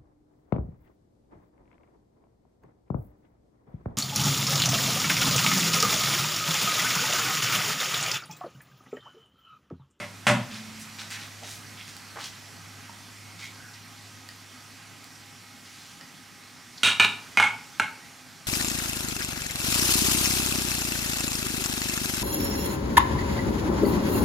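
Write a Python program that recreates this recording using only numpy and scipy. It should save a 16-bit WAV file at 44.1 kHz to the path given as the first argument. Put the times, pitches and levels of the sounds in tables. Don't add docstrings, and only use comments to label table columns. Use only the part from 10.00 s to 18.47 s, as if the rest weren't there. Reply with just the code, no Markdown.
import sys
import numpy as np
from scipy import signal
from scipy.fft import rfft, irfft
from scipy.io import wavfile
from scipy.ndimage import uniform_filter1d

SR = 44100
rng = np.random.default_rng(int(sys.argv[2]) if len(sys.argv) > 2 else 0)


def persist_wave(psi):
    counts = np.round(np.clip(psi, -1, 1) * 32767).astype(np.int16)
    wavfile.write(sys.argv[1], SR, np.atleast_2d(counts).T)


def boost_factor(decibels):
    exponent = np.asarray(decibels, float) / 20
    return 10 ** exponent


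N = 373501

# (start_s, level_db, favoured_pitch_hz, crack_db, chatter_s)
PAN_KNOCKS = [(6.833, -2.5, 3500, -9.5, 0.069), (6.852, -14.5, 3200, -35, 0.093),
              (6.873, -4.5, 3080, -15, 0.065), (6.998, 1.5, 2360, -16, 0.057),
              (7.047, -1, 2800, -22, 0.012), (7.373, 0, 2230, -22, 0.03), (7.399, -3, 1300, -12.5, 0.06),
              (7.426, -7.5, 2190, -18, 0.068), (7.798, -3.5, 1460, -10, 0.0079),
              (7.82, -18, 2200, -14, 0.034)]
LET_GO_S = 7.3
# (pitch_hz, width_hz, level_db)
HELD_PAN_MODES = [(850, 40, 3), (1014, 50, 12.5), (1330, 30, -11), (1395, 32, 7), (1458, 20, 11.5),
                  (1746, 20, 8.5), (2330, 40, -10), (2400, 28, 8.5), (2420, 31, 10.5), (2730, 20, 4),
                  (2800, 25, 5), (2884, 36, 9.5), (3240, 30, -3), (3240, 26, 2), (3680, 41, 10.5),
                  (3750, 31, 9), (4240, 40, 1.5), (5740, 50, -6), (6000, 50, -9), (6700, 90, -12),
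                  (7300, 110, -12)]
# (pitch_hz, width_hz, level_db)
FREE_PAN_MODES = [(880, 22, -3.5), (908, 33, -4), (933, 46, -7), (1070, 120, -6), (1264, 70, -13),
                  (1365, 35, -5), (1442, 43, -1.5), (1530, 77, -8), (1580, 170, 4.5), (1720, 45, -16),
                  (2145, 32, -2), (2193, 27, 4.5), (2375, 44, -3), (2600, 76, -27), (2900, 36, -5),
                  (3000, 55, -9), (3720, 60, -12), (4700, 140, -2), (6050, 110, 2)]
# (pitch_hz, level_db)
PAN_CRACK = [(300, -6), (900, -12), (1450, -1), (1950, -9.5), (2600, 2), (4300, -6), (4600, -41),
             (5400, -11), (8500, -5.5), (12000, -21), (16000, -103)]
# (pitch_hz, width_hz, level_db against the blow)
SLAB_MODES = [(108.4, 7.6, -34), (226, 156, -5), (419, 23.4, -30.5)]
# (start_s, level_db, favoured_pitch_hz, crack_db, chatter_s)
DOOR_BANGS = [(-.04, -20, 2220, -12.5, 0.09), (.2678, -9.5, 1790, -6, 0.034),
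              (.298, -9.5, 170, -15.5, 0.019)]
# (pitch_hz, width_hz, level_db)
DOOR_MODES = [(123, 5.9, -1), (141.2, 2.3, -17.5), (161, 16, -4.5), (197, 28, -1), (218, 19, 2),
              (290, 2.8, -25), (351, 20, -14.5), (597, 23, 1.5), (740, 53, 1.5), (964, 36, 2),
              (2056, 80, 5), (2500, 420, 4.5), (3200, 200, 2)]
# (pitch_hz, level_db)
DOOR_CRACK = [(200, -24), (470, -11), (640, 4), (1000, 6.5), (2100, 9), (3000, 2.5), (4000, -4), (9000, -8),
              (16000, -31)]
PAN_CHATTER_DB, DOOR_CHATTER_DB, CHATTER_PER_S = -12.5, -13, 900
# (start_s, length_s, level_db, start_pitch_hz, end_pitch_hz)
STROKES = [(0.502, 0.11, -43.5, 2570, 2500), (0.983, 0.056, -39, 2400, 2900),
           (1.103, 0.076, -39.5, 3850, 3200), (1.195, 0.083, -44.5, 2980, 2500),
           (1.429, 0.17, -43.5, 2920, 6050), (1.87, 0.05, -47.5, 3490, 3500),
           (2.188, 0.11, -39.5, 2500, 4120), (3.388, 0.11, -44.5, 2580, 3440),
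           (5.648, 0.39, -53, 3200, 4440)]
STROKE_OCTAVES, STROKE_ATTACK_S = 1.2, 0.004
# (start_s, length_s, level_db, pitch_hz, width_octaves to half strength)
RUBS = [(0.795, 0.055, -48, 7500, 0.65), (1.104, .11, -42.5, 1890, 0.68), (1.417, 0.055, -48.5, 680, 0.31),
        (1.772, 0.072, -47, 2500, 0.8), (2.156, 0.052, -40.5, 965, 1), (3.414, 0.073, -46.5, 2200, 0.11),
        (3.42, 0.042, -55, 4650, 0.13), (3.575, 0.16, -53.5, 1574, 0.096), (3.73, 0.028, -48, 5000, .38),
        (6.776, 0.017, -43.5, 4440, .4)]
RUB_ATTACK_S, FADE_SHARE = 0.0017, 0.48
# (start_s, level_db)
TICKS = [(4.29, -33.5), (6.011, -34)]
# (pitch_hz, level_db, t60_s)
TICK_RING = [(1890, -5.5, 0.034), (2960, -6, 0.011), (4860, 0, 0.011), (6500, -22, .006)]
# (start_s, level_db)
TAPS = [(2.895, -37.5)]
# (pitch_hz, level_db, t60_s)
TAP_RING = [(220, -3, 0.074), (930, 3, 0.027)]
# (start_s, level_db)
SNAPS = [(0.807, -40), (1.1046, -34), (1.9667, -34), (3.4439, -37), (4.2889, -35.5), (5.043, -38)]
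# (pitch_hz, level_db, t60_s)
SNAP_RING = [(4650, 4, .004), (7500, 4, 0.0023), (9700, -7, .003), (13200, -6, .003)]
# (start_s, level_db)
AFTER_RING = [(0.52, -39.5)]
# (pitch_hz, level_db, t60_s)
PANEL_RING = [(218.5, 0, 2.2)]
# (time_s, air_noise_db, hum_db)
APPLIANCE_LEVELS = [(0.2, -47.5, -49.5), (0.61, -44.5, -53.5), (4.44, -48.5, -55), (6.69, -49, -68.5),
                    (6.92, -46, -73), (8.47, -49, -66)]
# (pitch_hz, level_db per Hz, relative)
AIR_COLOUR = [(18, -55), (30, -26), (90, -7), (165, 1), (252, -5), (499, -12), (801, -8.5), (1130, -7.5),
              (1910, -6), (3400, -10), (5590, -9.5), (14400, -23.5), (15700, -30), (16100, -80)]
# (pitch_hz, width_hz, level_db)
DRONES = [(251.2, 22, -60), (815, 6.1, -67.5), (1260, 7.9, -66.5), (1918, 9.2, -67.5), (2174, 5.2, -66.5)]
# (pitch_hz, likeness from 0 to 1)
AIR_LIKENESS = [(60, 1), (240, 0.52), (950, 0.72), (3770, 0.92), (15000, 0.81)]
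# (pitch_hz, left_over_right_db)
AIR_BALANCE = [(60, 3.5), (380, -2), (2380, -3), (15000, -1.5)]
# (pitch_hz, t60_s)
ROOM_DECAY = [(100, 0.54), (400, 0.53), (1500, 0.39), (4000, 0.36), (12000, 0.31)]


def pan():
    held_knocks = [k for k in PAN_KNOCKS if k[0] < LET_GO_S]
    free_knocks = [k for k in PAN_KNOCKS if k[0] >= LET_GO_S]
    held = struck(held_knocks, HELD_PAN_MODES, PAN_CRACK, PAN_CHATTER_DB,
                  crack_t60=0.018, skirt_db=11, split=0.016)
    free = struck(free_knocks, FREE_PAN_MODES, PAN_CRACK, PAN_CHATTER_DB,
                  crack_t60=0.016, skirt_db=11, split=0.013)
    plate = signal.sosfilt(signal.butter(4, 740, "high", fs=SR, output="sos"), held + free)
    t = np.arange(SR // 2) / SR
    thud = sum(boost_factor(db) * np.exp(-np.pi * width * t) * np.sin(2 * np.pi * hz * t)
               for hz, width, db in SLAB_MODES)
    soft_start = np.minimum(t / 0.0098, 1)
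    for s, db, *_ in PAN_KNOCKS:
        add(plate, s, boost_factor(db) * thud * soft_start)
    return plate


def door():
    return struck(DOOR_BANGS, DOOR_MODES, DOOR_CRACK, DOOR_CHATTER_DB,
                  crack_t60=0.084, skirt_db=2.0, split=0.0019)


def struck(blows, modes, crack, chatter_db, crack_t60, skirt_db, split):
    out, t = np.zeros(N), np.arange(SR) / SR
    mode_hz, width, mode_db = np.transpose(modes).repeat(3, axis=1)[:, :, None]
    line = np.arange(len(mode_hz))[:, None] % 3 - 1
    mode_hz = mode_hz * (1 + split * (line + rng.uniform(-.15, .15, mode_hz.shape)))
    rings = np.exp(-np.pi * width * t) * np.sin(2 * np.pi * mode_hz * t)
    for s, db, hz, crack_db, chatter_s in blows:
        happens = rng.random(len(t)) < CHATTER_PER_S / SR
        hits = rng.choice([-1, 1], len(t)) * rng.uniform(1.0, 1.44, len(t)) * happens
        chatter_fade = np.clip(1 - t / max(chatter_s, 1e-3), 0, 1) ** .5
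        force = boost_factor(chatter_db) * hits * chatter_fade
        force[0] = 1
        mode_gain = boost_factor(mode_db - skirt_db * abs(np.log2(mode_hz / hz)))
        ring = (mode_gain * rings).sum(axis=0)
        crack_power = boost_factor(crack_db - 60 * t / crack_t60) ** 2
        fading = signal.fftconvolve(force ** 2, crack_power)[:len(t)]
        burst = rng.standard_normal(len(t)) * np.sqrt(abs(fading))
        colour = causal([(f, d - .5 * skirt_db * abs(np.log2(f / hz))) for f, d in crack])
        add(out, s, boost_factor(db) * signal.fftconvolve(force, ring / abs(ring).max()))
        add(out, s, boost_factor(db) * signal.fftconvolve(burst, colour / np.linalg.norm(colour)))
    return out


def scuffs():
    out = np.zeros(N)
    rows = [(*row, STROKE_OCTAVES, STROKE_ATTACK_S) for row in STROKES]
    rows += [(s, length, db, hz, hz, octaves, RUB_ATTACK_S) for s, length, db, hz, octaves in RUBS]
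    for s, length, db, start_hz, end_hz, octaves, attack in rows:
        size = round(length * SR) + 512
        grain_db = 4 * rng.exponential(1, size // 32 + 1).clip(0, 3).repeat(32)[:size]
        grit = rng.standard_normal(size) * boost_factor(grain_db)
        hz, t, z = signal.stft(grit, SR, nperseg=256, noverlap=192)
        centre = start_hz * (end_hz / start_hz) ** np.clip(t / length, 0, 1)
        band = 1 / (1 + (np.log2((hz[:, None] + 1) / centre) / octaves) ** 4)
        noise = evened(signal.istft(z * band, SR, nperseg=256, noverlap=192)[1][:size])
        u = np.arange(size) / SR / length
        envelope = np.clip(np.minimum(u * length / attack, (1 - u) / FADE_SHARE), 0, 1)
        add(out, s, boost_factor(db) * noise * envelope)
    return out


def ticks():
    out, t = np.zeros(N), np.arange(SR) / SR
    kinds = [(TICKS, TICK_RING), (TAPS, TAP_RING), (SNAPS, SNAP_RING), (AFTER_RING, PANEL_RING)]
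    for rows, modes in kinds:
        ring = sum(boost_factor(db - 60 * t / t60) * np.sin(2 * np.pi * hz * t) for hz, db, t60 in modes)
        for s, db in rows:
            add(out, s, boost_factor(db) * ring)
    return out


def appliance():
    frames, hz = N // 512 + 5, np.fft.rfftfreq(2048, 1 / SR)
    s, air_db, hum_db = np.transpose(APPLIANCE_LEVELS)
    patches = rng.standard_normal((frames, len(hz))).T
    patches = uniform_filter1d(uniform_filter1d(patches, 30, axis=0), 6, axis=1)
    patches = evened(patches)
    ripple = 1.3 * evened(uniform_filter1d(rng.standard_normal(len(hz)), size=2))[:, None]
    air = evened(stereo_noise(read(AIR_COLOUR, hz)[:, None] + 1.2 * patches + ripple))
    t, slow = np.arange(N) / SR, np.linspace(0, N / SR, num=1000)
    hum_hz = 102 + 1.04 * np.interp(t, slow, wander(5.48, size=1000))
    hum = np.sin(2 * np.pi * np.cumsum(hum_hz) / SR)
    hum_waver_db = 2.0 * np.interp(t, slow, wander(15, size=1000))
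    hum *= np.sqrt(2) * boost_factor(np.interp(t, s, hum_db) + hum_waver_db)
    for f, width, db in DRONES:
        pole = np.exp((2j * f - width) * np.pi / SR)
        fuzz = signal.lfilter([1], [1, -pole], rng.standard_normal(N))
        hum += boost_factor(db) * evened(fuzz.real)
    air_waver_db = 0.047 * np.interp(t, slow, wander(22, size=1000))
    return boost_factor(np.interp(t, s, air_db) + air_waver_db) * air + hum


def stereo_noise(db):
    hz = np.fft.rfftfreq(2048, 1 / SR)
    a, b, c, d = rng.standard_normal(db.shape[::-1] + (4,)).T
    same = np.clip(read(AIR_LIKENESS, hz), -1, 1)[:, None]
    left = a + 1j * b
    right = same * left + np.sqrt(1 - same ** 2) * (c + 1j * d)
    lean = boost_factor(read(AIR_BALANCE, hz) / 2)[:, None]
    z = np.array([left * lean, right / lean]) * boost_factor(db)
    return signal.istft(z, nperseg=2048, noverlap=1536)[1][:, :N]


def kitchen(x, start_s):
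    taps = np.zeros((2, SR))
    at = np.arange(round(start_s * SR), SR - 20, 20)
    at = at + rng.integers(0, 20, (2, len(at)))
    np.put_along_axis(taps, at, rng.choice([-1., 1.], at.shape), axis=1)
    hz, t, z = signal.stft(taps, SR, nperseg=256)
    fade = boost_factor(-60 * t / read(ROOM_DECAY, hz)[:, None])
    tail = signal.istft(z * fade, SR, nperseg=256)[1]
    tail_hz = np.fft.rfftfreq(tail.shape[1], 1 / SR).clip(1)
    spread = irfft(rfft(tail[1]) / (1 + 400 / tail_hz), tail.shape[1])
    tail = tail[0] + 0.34 * np.array([spread, -spread])
    return signal.fftconvolve(x[None], tail / np.linalg.norm(tail[0]), axes=1)[:, :N]


def causal(points):
    log_gain = np.log(boost_factor(read(points, abs(np.fft.fftfreq(4096, 1 / SR)))))
    return np.fft.ifft(np.exp(np.conj(signal.hilbert(log_gain)))).real[:2048]


def read(points, hz):
    f, value = np.transpose(points)
    return np.interp(np.log(hz + 1), np.log(f + 1), value)


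def evened(x):
    return x / np.sqrt(np.mean(x ** 2) + 1e-20)


def wander(per_s, size):
    t = np.arange(size) * N / size / SR
    speeds = np.geomspace(.3, per_s, num=20)
    return evened(sum(np.sin(2 * np.pi * (f * t + rng.random())) / np.sqrt(f) for f in speeds))


def add(mix, s, sound):
    at = round(s * SR)
    sound = sound[max(-at, 0):]
    part = mix[max(at, 0):][:len(sound)]
    part += sound[:len(part)]


def scene():
    near, far, soft = pan(), door(), scuffs() + ticks()
    dry = near * boost_factor([[-1.1], [1.1]]) + far * boost_factor([[-.3], [.3]]) + soft * boost_factor([[-.7], [.7]])
    wet = boost_factor(-6.0) * near + boost_factor(-3) * far + boost_factor(-3.5) * soft
    cut = signal.butter(N=6, Wn=95, btype="high", fs=SR, output="sos")
    return signal.sosfilt(cut, dry + kitchen(wet, .006)) + appliance()


def roll_off(x):
    return signal.sosfilt(signal.butter(12, 16490, fs=SR, output="sos"), x)


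def record(dry):
    rounded = 0.74 * np.tanh(dry / 0.76)
    return roll_off(rounded)


dry = scene()
out = record(dry)
persist_wave(out)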